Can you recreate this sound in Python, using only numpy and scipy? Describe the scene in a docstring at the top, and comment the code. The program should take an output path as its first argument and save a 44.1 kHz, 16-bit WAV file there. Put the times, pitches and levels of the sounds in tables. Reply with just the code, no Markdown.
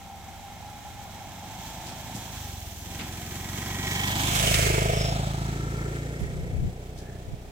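"""A small four-stroke single rides up a muddy road, eases off before a bump, passes a few metres away and pulls off.
Each firing thumps and rasps in the exhaust; the drive whines, the engine clatters, the tyres spray wet grit.
Most parts follow distance, side shown and throttle; the ground echo sweeps as the bike goes by.
Ruts knock, the suspension squeaks faintly, and wind buffets the two microphone ports near the end."""
import sys
import numpy as np
from scipy import signal
from scipy.fft import rfft, irfft, next_fast_len
from scipy.io import wavfile
from scipy.ndimage import uniform_filter1d, map_coordinates

SR = 44100
rng = np.random.default_rng(int(sys.argv[2]) if len(sys.argv) > 2 else 0)


def to_wav(sig):
    """Store sig (one row per channel, or 1-D mono) as 16-bit WAV at the path in sys.argv[1].

    Samples outside -1..1 are clipped; the rate is SR.
    """
    pcm = np.clip(np.atleast_2d(sig), -1, 1) * 32767
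    pcm = np.round(pcm).astype(np.int16)
    wavfile.write(sys.argv[1], SR, pcm.T)  # frames by channels


N = 331411
T = np.arange(N) / SR  # s
# straight ride at steady speed; PASS_S: engine level with the listener
SPEED_M_S, NEAREST_M, PASS_S = 7.19, 2.78, 4.544
# Throughout: cycles = running count of engine cycles (one firing each), cycle_hz = its rate,
# rear = share of sound from the back of the bike. Spectrum levels are relative.


def engine_voice(cycles, cycle_hz, rear, throttle):
    """Low and middle sound: whine beams forward, outlet back and aside, distance smears thump into rumble."""
    # rumble spectrum: f/Hz, level/dB
    rumble_spectrum = [(50, -1), (80, 2), (120, -2), (170, -7.5), (240, -9)]
    # sideways boom of the silencer shell: f/Hz, width/Hz, share factor
    shell_hz, shell_width_hz, shell_share = (77.6, 19, 0.99)
    # late ground echo of the high tailpipe: lag when nearest/ms, share, place ahead of engine/m
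    pipe_echo = (1.929, 0.59, -1.53)
    # spectra: f/Hz, level/dB
    airbox_spectrum = [(110, -31), (180, 2), (338, -10.5), (399, -11), (495, -29), (600, -28), (780, -41),
                       (1320, -120)]
    tailpipe_spectrum = [(240, -3.5), (310, -1), (360, 1), (440, -3.5), (520, -5), (600, -6)]
    outlet_spectrum = [(330, -18), (430, 4), (540, -12.5), (613, 1), (690, 5.5), (900, -5.5), (1010, -11),
                       (1150, -15), (1500, -56), (2530, -120)]
    jet_spectrum = [(1550, -13), (1850, -5), (2300, -7), (3000, -20), (4400, -17), (5300, 6), (6200, -22.5)]
    smear_near, smear_m, blur_m = 0.12, 25, 7.2  # blur_m: puffs have lost half their edge
    thump_lead_cycles = 0.045

    metres, _ = position()
    smear = smear_near + (metres / smear_m) ** 2
    rumble = colour(cyclic(cycles, cycle_hz, repeat=0.55), rumble_spectrum)
    pulses = exhaust(cycles + thump_lead_cycles, cycle_hz, throttle, rear)
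    shell_gain = shell_share * (beam(aim_deg=103, width_deg=28, db=9.0) - 1)
    pulses = pulses + shell_gain * ring(pulses, shell_hz, shell_width_hz)
    thump = (pulses + smear * rumble) / np.hypot(1, smear) * heard("thump", throttle)

    rasp_gain = heard("rasp", throttle)
    airbox = gas(cycles, cycle_hz, airbox_spectrum, repeat=0.44, depth=0.35, at=-0.106) * rasp_gain
    drive = whine(cycles) * heard("whine", throttle) * beam(aim_deg=0, width_deg=11.6, db=17.5)

    edge = 1 / (1 + (metres / blur_m) ** 2)
    tailpipe = gas(cycles, cycle_hz, tailpipe_spectrum, repeat=0.55, depth=2.6 * edge, at=-0.04)
    tailpipe = steady(tailpipe) * rasp_gain
    outlet_gain = heard("outlet", throttle)
    outlet = steady(gas(cycles, cycle_hz, outlet_spectrum, repeat=0.4, depth=2.6 * edge, at=0.02))
    outlet = outlet * outlet_gain * beam(aim_deg=119, width_deg=33.0, db=9.0)
    # jet hiss in a narrow lobe aslant to the rear
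    jet = steady(gas(cycles, cycle_hz, jet_spectrum, repeat=0.4, depth=1.3, at=0.12))
    jet = jet * outlet_gain * undb(-19) * beam(aim_deg=142, width_deg=8.5, db=25)
    crack = bark(cycles) * heard("bark", throttle)

    back = grounded(tailpipe + outlet + crack, *pipe_echo)
    return thump + jet + facing(airbox + drive, back, rear) + boom(cycles) + pull_away_tones(cycles)


def exhaust(cycles, cycle_hz, throttle, rear):
    """Each firing is a pressure dip; under load the pipe echoes it and the intake gulps half a cycle later."""
    # silencer spectra, ahead with little at the firing rate, behind with deep lows: f/Hz, level/dB
    front_spectrum = [(26, -36), (53, -4), (80, 8.5), (106, 8.5), (135, 4.5), (190, 14), (260, 6)]
    rear_spectrum = [(26, 9.5), (53, -0.5), (80, -2), (106, 1.5), (135, 13.5), (160, 11.5), (190, 16),
                     (260, -6)]
    pulse_s, echo_s, intake_s = 0.0017, 0.0076, 0.0029
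    scatter_loaded_db, scatter_shut_db = 0.5, 1.2  # firing-to-firing spread

    index = np.round(cycles - 0.25).astype(int)
    scatter_db = scatter_shut_db + (scatter_loaded_db - scatter_shut_db) * throttle
    size, gulp = undb(scatter_db * rng.standard_normal((400, 2))[index].T)
    echo = 0.3 * gate(cycles, echo_s * cycle_hz, pulse_s * cycle_hz)
    intake = 0.85 * gulp * gate(cycles, 0.537, intake_s * cycle_hz)
    # longer, duller dip with the throttle shut
    dip = gate(cycles, 0, pulse_s * cycle_hz * (1 + 0.5 * (1 - throttle) ** 2))
    pulses = -size * (dip + throttle * (echo + intake))
    return steady(facing(colour(pulses, front_spectrum), colour(pulses, rear_spectrum), rear))


def gas(cycles, cycle_hz, spectrum, repeat, depth, at):
    """Gas rushes as coloured noise, swelling in a burst around each firing."""
    burst = 1 + depth * gate(cycles, at, width=0.1)
    return colour(cyclic(cycles, cycle_hz, repeat) * burst, spectrum)


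def bark(cycles):
    """The valve cracks open at each firing, the main blast follows, and both ring the tailpipe."""
    # tailpipe resonances: f/Hz, width/Hz, level/dB
    pipe_modes = [(352, 104, -4.5), (423, 40, 6), (636, 37, 0), (694, 94, -12)]
    crack = 0.45 * gate(cycles, at=-0.16, width=0.006) + gate(cycles, at=-0.08, width=0.006)
    crack = crack * undb(1.2 * walk(25))
    rings = sum(undb(db) * ring(crack, hz, width_hz) for hz, width_hz, db in pipe_modes)
    return steady(colour(rings, [(280, 0), (720, 0.0039)]))


def boom(cycles):
    """Deep, round firings that start at once when the throttle first shuts, then die away."""
    # boom spectrum: f/Hz, level/dB
    spectrum = [(40, -10), (80, 4), (115, -1), (200, -19)]
    start_s, attack_s, length_s, level_db = 2.355, 0.0095, 0.39, -44
    age_s = np.maximum(T - start_s, 0)
    pulses = steady(colour(-gate(cycles, at=-0.04, width=0.05), spectrum))
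    envelope = (1 - np.exp(-age_s / attack_s)) * np.exp(-(age_s / length_s) ** 2)
    return pulses * undb(level_db) * envelope


def whine(cycles):
    """Teeth mesh 67 times in two cycles; uneven crank speed wavers the tone, and the casing rings near it."""
    # higher gear-case rings, clearest head-on: f/Hz, width/Hz, level/dB
    case_modes = [(1357, 105, -25), (2136, 76, -26.5), (3290, 97, -31), (3860, 140, -28.5)]
    overrun_s, overrun_length_s, overrun_db = 2.54, 0.087, 10.5  # load reverses as the throttle shuts

    angle = 2 * np.pi * 33.5 * cycles + 0.3 * np.sin(2 * np.pi * cycles) + 0.8 * walk(40)
    mesh = np.sin(angle) * undb(3.2 * walk(45))
    mesh = 0.33 * unit(mesh) * beam(aim_deg=0, width_deg=6.5, db=22)
    mesh = mesh * undb(overrun_db * swell(overrun_s, overrun_length_s))
    casing = unit(ring(ring(noise(), hz=806, width_hz=160), hz=682, width_hz=320))
    beats = 1 + 0.64 * gate(cycles, at=0.42, width=0.058) + 0.26 * gate(cycles, at=0.69, width=0.029)
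    upper = 0
    for hz, width_hz, db in case_modes:
        upper = upper + undb(db) * unit(ring(ring(noise(), hz, width_hz), hz, width_hz))
    return steady((casing + mesh) * beats) + upper * beats * beam(aim_deg=0, width_deg=20, db=7.5)


def pull_away_tones(cycles):
    """Tone clusters at multiples of the firing rate: upper gear tones and one low exhaust-like hum."""
    # t/s, length/s, multiple of firing rate, relative level/dB, phase wander/rad
    tones = [(4.85, .2, 48, 2, 2.2), (5.7, .3, 48, 2, .6), (5.95, .35, 64, -1.5, 1.8),
             (6.05, .42, 74, -4.5, 2.2), (6.3, .3, 16, 1, .9)]
    out = 0
    for s, length_s, multiple, db, wander_rad in tones:
        tone = 0
        for k in (-1, 0, 1):
            phase = 2 * np.pi * (multiple + k) * cycles + wander_rad * walk(40)
            tone = tone + 0.4 ** abs(k) * np.sin(phase)
        out = out + undb(db) * unit(tone) * swell(s, length_s)
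    pulse = 0.2 + gate(cycles, at=0.36, width=0.12)  # once a cycle
    return unit(pulse) * out * undb(-48 + 1.5 * walk(30))


def machinery(cycles, cycle_hz, rear, gains):
    """Bright parts: engine casing and chain struck by ticks, and wet grit thrown by the tyres as noise."""
    # spectra: f/Hz, level/dB
    clatter_front = [(1000, 10.5), (1150, 1.5), (1350, 2.5), (1550, 8), (1950, 2), (2250, 0), (2650, 4),
                     (3400, -1.5), (3900, -4), (4700, -14)]
    clatter_rear = [(1050, -7.5), (1300, 7.5), (1480, 4), (1900, -1), (2400, -1), (3100, -5.5), (3700, -5),
                    (4700, -14.5)]
    chain_front = [(2590, -9), (4050, -5), (4900, -13), (6000, -8), (7890, -7), (9000, -19.5), (11700, -24),
                   (19800, -120)]
    chain_rear = [(2590, -12), (4400, -10.5), (5600, -8), (7900, -6), (9000, -13), (11700, -16.5),
                  (15800, -16)]
    spray_front = [(5000, -2), (6200, 0), (8500, -7.5), (10700, -6), (15100, 0.5), (15800, -7.5)]
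    spray_rear = [(5000, -13), (8500, -1.5), (9880, -1), (11600, -9), (15100, -6.5), (15800, -17)]
    # echo shares of clatter, chain, spray: rough mud mirrors clatter, scatters shorter waves
    echo_shares = (.35, .08, 0)

    mach = SPEED_M_S / 343
    front = ticks(cycles, cycle_hz, rear, 1 + mach)
    back = ticks(cycles, cycle_hz, rear, 1 - mach)
    links = ticks(cycles, cycle_hz, rear, 1)
    engine = facing(colour(front, clatter_front), colour(back, clatter_rear), rear)
    chain = facing(colour(links, chain_front), colour(links, chain_rear), rear)
    sprays = [colour(noise() + 1.15 * grit(rate=3900, spread_db=4.5), s) for s in (spray_front, spray_rear)]
    spray = facing(*sprays, rear)
    out = 0
    for part, share, gain in zip((engine, chain, spray), echo_shares, gains):
        out = out + gain * steady(grounded(part, 0.41, share, ahead_m=-1.23))
    return out


def ticks(cycles, cycle_hz, rear, doppler):
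    """Metal ticks bunch at valve events in front, exhaust stroke behind; they ring the Doppler-shifted casing."""
    # casing and fin resonances: f/Hz, width/Hz, level/dB
    casing_modes = [(1250, 79, -0.5), (1714, 37, 1), (1927, 110, -1), (2160, 58, 7), (2347, 39, 3),
                    (3096, 77, 1), (3390, 92, -2), (5880, 610, -9.5)]
    front_depth, rear_depth, blur_m = 1.15, 0.62, 13
    metres, _ = position()
    valves = gate(cycles, at=0.69, width=0.04) + 0.65 * gate(cycles, at=0.86, width=0.05)
    valves = front_depth * valves / (1 + (metres / blur_m) ** 2)
    stroke = rear_depth * gate(cycles, at=0.11, width=0.17)
    chatter = cyclic(cycles, cycle_hz, repeat=0.55) + 0.5 * grit(rate=1300, spread_db=2.2)
    blows = chatter * (1 + (1 - 0.5 * rear) * valves + rear * stroke)
    rings = sum(undb(db) * ring(blows, hz * doppler, width_hz) for hz, width_hz, db in casing_modes)
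    return blows + (1 - 0.64 * rear) * rings


def head_ring(cycles, cycle_hz, throttle):
    """Cylinder head rings at valve events and firing, heard as the front quarter turns to the listener."""
    # head resonances: f/Hz, width/Hz, level/dB
    head_modes = [(1924, 125, -17), (2172, 280, -16.5), (3167, 560, -17)]
    valves = gate(cycles, at=0.72, width=0.05) + 0.7 * gate(cycles, at=0.86, width=0.05)
    blows = 0.45 + valves + 0.7 * gate(cycles, at=0.17, width=0.1)
    knock = cyclic(cycles, cycle_hz, repeat=0.65) * blows
    rings = 0
    for hz, width_hz, db in head_modes:
        rings = rings + undb(db) * unit(ring(ring(knock, hz, width_hz), hz, width_hz))
    return rings * heard("clatter", throttle) * beam(aim_deg=34, width_deg=19.5, db=18)


def knocks():
    """A rut thuds through the frame and shakes loose parts: decaying bursts of resonant noise."""
    # t/s (onset 12 ms earlier), decay/s, thud level/dB, rattle level/dB, rattle f/Hz, rattle width/Hz
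    ruts = [(1.87, 0.032, -42.5, -43.5, 5070, 4000), (2.158, 0.023, -35.5, -41.5, 6500, 4000),
            (3.003, 0.024, -36.5, -36, 2280, 2010), (4.113, 0.0064, -53.5, -33.5, 3260, 690),
            (4.243, 0.012, -59, -36.5, 3550, 260), (4.278, 0.012, -59, -32, 3480, 260),
            (4.35, 0.012, -59, -37.5, 3400, 300), (4.48, 0.015, -54, -23.5, 2980, 250),
            (4.552, 0.0057, -51, -19.5, 3200, 4000), (5.868, 0.011, -51, -37, 410, 130),
            (6.215, 0.013, -38, -51.5, 8000, 9000), (6.985, 0.02, -49, -47.5, 5000, 4200)]
    out = np.zeros((2, N))
    thud = unit(ring(ring(noise(), hz=153, width_hz=160), hz=160, width_hz=170))
    shake = np.array([noise() + grit(rate=900, spread_db=3.0) for _ in range(2)])
    for s, decay_s, thud_db, rattle_db, hz, width_hz in ruts:
        age = np.maximum(T - s + 0.012, 0) / decay_s
        envelope = 2 * np.sqrt(age) * np.exp(-age)
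        rattle = unit(ring(ring(shake, hz, width_hz), hz, 2 * width_hz))
        out += envelope * (undb(thud_db) * thud + undb(rattle_db) * rattle)
    return out


def squeak():
    """Faint, breathy suspension squeak after the last rut: narrow-band noise."""
    hz, width_hz = 1720, 160
    rub = unit(ring(ring(noise(), hz, width_hz), hz, 3 * width_hz))
    return undb(-57) * swell(7.1, 0.065) * rub


def outdoors():
    """Faint open-country air, a low breeze, and short gusts that hit the two ports unequally."""
    # spectra: f/Hz, level/dB
    air_spectrum = [(25, -7), (55, -1.5), (130, -20.5), (280, -16.5), (430, -22), (700, -13), (1200, -25),
                    (2200, -23), (7000, -35.5), (15800, -37.5)]
    wind_spectrum = [(20, -13), (45, -14), (90, -14.5), (160, -17.5), (260, -34.5), (600, -91)]
    # t/s, length/s, level/dB, left minus right/dB
    gusts = [(6.232, 0.016, -35.5, -22), (6.407, 0.072, -34.5, -1), (6.55, 0.0215, -41.5, 22),
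             (6.633, 0.0366, -23.5, 6.5), (7.287, 0.011, -35, 4.5), (7.332, 0.011, -34.5, -19)]
    air = colour(noise() + 3.56 * np.array([noise(), noise()]), air_spectrum) * undb(-51 + walk(0.91))
    force = undb(-59 + 2 * walk(6))
    for s, length_s, db, pan_db in gusts:
        force = force + undb(db + np.array([[pan_db], [-pan_db]]) / 2) * swell(s, length_s)
    return air + force * colour(noise() + 2.6 * np.array([noise(), noise()]), wind_spectrum)


def position(ahead_m=0):
    """Distance/m of a point on the bike, and the angle it is seen from/deg (0 head-on, 180 from behind)."""
    along_m = SPEED_M_S * (T - PASS_S) + ahead_m
    return np.hypot(along_m, NEAREST_M), np.degrees(np.arctan2(NEAREST_M, -along_m))


def heard(part, throttle):
    """Gain of a part: 1/distance, with throttle and the side turned to the listener."""
    # part: place ahead of engine/m, full-throttle level at 1 m from ahead/dB, from the side/dB,
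    # from behind/dB, change with throttle shut/dB; before beams and mix gains
    radiation = {"thump": (-0.5, -17, -18, -12, -5.5), "rasp": (1.5, -22, -26, -19.5, -10),
                 "bark": (-1.5, -47, -29, -33, -5.5), "whine": (1, -28, -24, -22.5, -9),
                 "outlet": (3.5, -44.5, -37.5, -23.5, -7.5), "clatter": (-0.75, -24, -21.5, -29.5, -11.5),
                 "chain": (-0.54, -26, -24, -34, -5.5), "spray": (-0.7, -30, -31.5, -55, -1)}
    ahead_m, front_db, side_db, back_db, shut_db = radiation[part]
    metres, angle_deg = position(ahead_m)
    head_on = np.cos(np.radians(angle_deg))
    tilt_db = head_on * (front_db - back_db) / 2
    bulge_db = head_on ** 2 * ((front_db + back_db) / 2 - side_db)
    return undb(side_db + tilt_db + bulge_db + shut_db * (1 - throttle)) / metres


def beam(aim_deg, width_deg, db):
    """Extra gain while a narrow lobe of sound points at the listener."""
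    _, angle_deg = position()
    return undb(db * np.exp(-((angle_deg - aim_deg) / width_deg) ** 2))


def rear_view():
    """Share of sound from the back of the bike; swings over as the bike draws level."""
    turn_deg, over_deg, least, most = 62, 13, 0.09, 0.88
    _, angle_deg = position()
    return least + (most - least) * (1 + np.tanh((angle_deg - turn_deg) / over_deg)) / 2


def facing(front, back, rear):
    """Power blend of forward and backward radiation."""
    return np.sqrt(1 - rear) * front + np.sqrt(rear) * back


def grounded(x, lag_ms, share, ahead_m):
    """Add the ground echo, whose extra path is longest when the bike is nearest."""
    metres, _ = position(ahead_m)
    return x + share * delay(x, lag_ms * NEAREST_M / metres)


def soft_ground(x):
    """Far sound skimming soft ground loses its low middle, on the approach side only."""
    half_m = 19
    metres, angle_deg = position()
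    loss = 0.6 * (angle_deg < 90) * metres ** 4 / (metres ** 4 + half_m ** 4)
    return x - loss * ring(x, hz=400, width_hz=230)


def gate(cycles, at, width):
    """A Gaussian bump once an engine cycle; at and width in cycles."""
    return np.exp(-0.5 * (((cycles - at + 0.5) % 1 - 0.5) / width) ** 2)


def cyclic(cycles, cycle_hz, repeat):
    """Noise of which a power share comes back alike in every engine cycle."""
    age = ((cycles + 0.25) % 1 / cycle_hz * SR).astype(int)  # samples into the cycle
    return np.sqrt(repeat) * noise()[age] + np.sqrt(1 - repeat) * noise()


def grit(rate, spread_db):
    """Random tiny clicks at a mean rate per second, a few much larger than the rest; rms 1."""
    hits = (rng.random(N) < rate / SR) * noise()
    return unit(hits * undb(spread_db * np.minimum(rng.exponential(size=N), 4)))


def noise():
    """White noise."""
    return rng.standard_normal(N)


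def walk(rate):
    """Random drift, rms 1, through rate knots per second joined by straight lines."""
    knots = rng.standard_normal(4096)
    return unit(map_coordinates(knots, [T * rate], order=1, mode="wrap"))


def swell(s, length_s):
    """A Gaussian rise and fall around a moment, top 1."""
    return np.exp(-0.5 * ((T - s) / length_s) ** 2)


def curves(rows):
    """Each column of a table, joined by straight lines in time."""
    s, *columns = np.transpose(rows)
    return [np.interp(T, s, c) for c in columns]


def colour(x, points):
    """Filter x by (f/Hz, level/dB) points on a log-f axis, 60 dB/octave skirts outside; rms 1."""
    size = next_fast_len(N)
    octave = np.log2(np.maximum(np.fft.rfftfreq(size, 1 / SR), 1))
    hz, db = np.transpose(points)
    edge = np.log2(hz)
    outside = np.abs(octave - np.clip(octave, edge[0], edge[-1]))
    gain = undb(np.interp(octave, edge, db) - 60 * outside)
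    return unit(irfft(rfft(x, size) * gain, size)[..., :N])


def ring(x, hz, width_hz):
    """One resonance, gain 1 at its centre."""
    return signal.lfilter(*signal.iirpeak(hz, hz / width_hz, fs=SR), x)


def delay(x, ms):
    """Read x a moving number of milliseconds late."""
    return map_coordinates(x, [np.arange(N) - ms * SR / 1000], order=3)


def steady(x):
    """Hold the rms over 0.25 s at 1."""
    return x / np.sqrt(uniform_filter1d(x ** 2, SR // 4))


def unit(x):
    """Scale to rms 1."""
    return x / np.sqrt(np.mean(x ** 2))


def undb(db):
    """Decibels to gain."""
    return 10 ** (np.asarray(db) / 20)


def scene():
    """The bike's parts, heard directly and scattered by the verges, over knocks, squeak and wind."""
    # engine speed as heard: t/s, firing rate/Hz
    revs = [(0.0, 23.71), (0.3, 23.47), (0.8, 24.82), (1.05, 24.09), (1.3, 24.85), (1.43, 24.2),
            (1.59, 27.15), (1.8, 26.76), (2.3, 27.47), (2.55, 22.86), (2.78, 19.26), (2.92, 23.5),
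            (3.15, 21.36), (3.7, 23.77), (4.15, 24.84), (4.5, 26.72), (4.8, 25.77), (5.15, 26.91),
            (6.0, 28.61), (6.65, 30.56), (7.51, 30.33)]
    # t/s, opening 0-1
    openings = [(0, 0.73), (1.1, 0.75), (1.9, 0.94), (2.25, 0.78), (2.42, 0.6), (2.8, 0.1), (2.95, 0.76),
                (3.25, 0.61), (4.2, 0.98), (4.7, 1), (5.35, 0.9), (5.9, 1), (6.55, 0.66), (6.8, 0.29),
                (7.15, 0.48), (7.5, 0.04)]
    # bike at the two ports: t/s, lag of left port/ms, treble left minus right/dB
    bearing = [(0, 0.03, -4), (2.5, 0.062, -4), (3.7, 0.08, -3), (4.2, 0.26, -4), (4.55, 0.47, -4.5),
               (5.2, 0.29, -2), (5.8, 0.23, 0), (7.5, 0.22, -6.5)]
    # wet, rough stretches: t/s, length/s, rise/dB
    mud = [(1.66, 0.066, 3), (2.25, 0.57, 3.5), (4.555, 0.092, 1), (6.05, 0.19, 1)]
    # share of that rise reaching clatter, chain, spray
    mud_shares = (0.24, 1, 1)

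    cycle_hz, = curves(revs)
    cycles = np.cumsum(cycle_hz) / SR
    throttle, = curves(openings)
    lag_ms, pan_db = curves(bearing)
    rear = rear_view()
    low = soft_ground(engine_voice(cycles, cycle_hz, rear, throttle))

    mud_db = sum(db * swell(s, length_s) for s, length_s, db in mud)
    gains = []
    for part, share in zip(("clatter", "chain", "spray"), mud_shares):
        gains.append(heard(part, throttle) * undb(share * mud_db))
    direct, *scattered = (machinery(cycles, cycle_hz, rear, gains) for _ in range(3))
    # longer waves reach both ports alike
    direct = direct + 0.52 * ring(direct, hz=2000, width_hz=5300) + 2 * head_ring(cycles, cycle_hz, throttle)
    scattered = np.array([p - 0.6 * ring(p, hz=1350, width_hz=1100) for p in scattered])
    treble = undb(-6.5) * np.array([delay(direct, lag_ms), direct]) + undb(2.5) * scattered
    treble = treble * undb(0.75 * walk(28))  # flutter from uneven mud
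    bike = np.array([delay(low, lag_ms), low]) + treble * undb(np.array([pan_db, -pan_db]) / 2)
    return bike + knocks() + squeak() + outdoors()


def record(dry):
    """The microphone cuts the top: steep low-pass at 15.85 kHz."""
    return signal.sosfilt(signal.ellip(10, 0.2, 80, 15850, fs=SR, output="sos"), dry)


dry = scene()
out = record(dry)
to_wav(out)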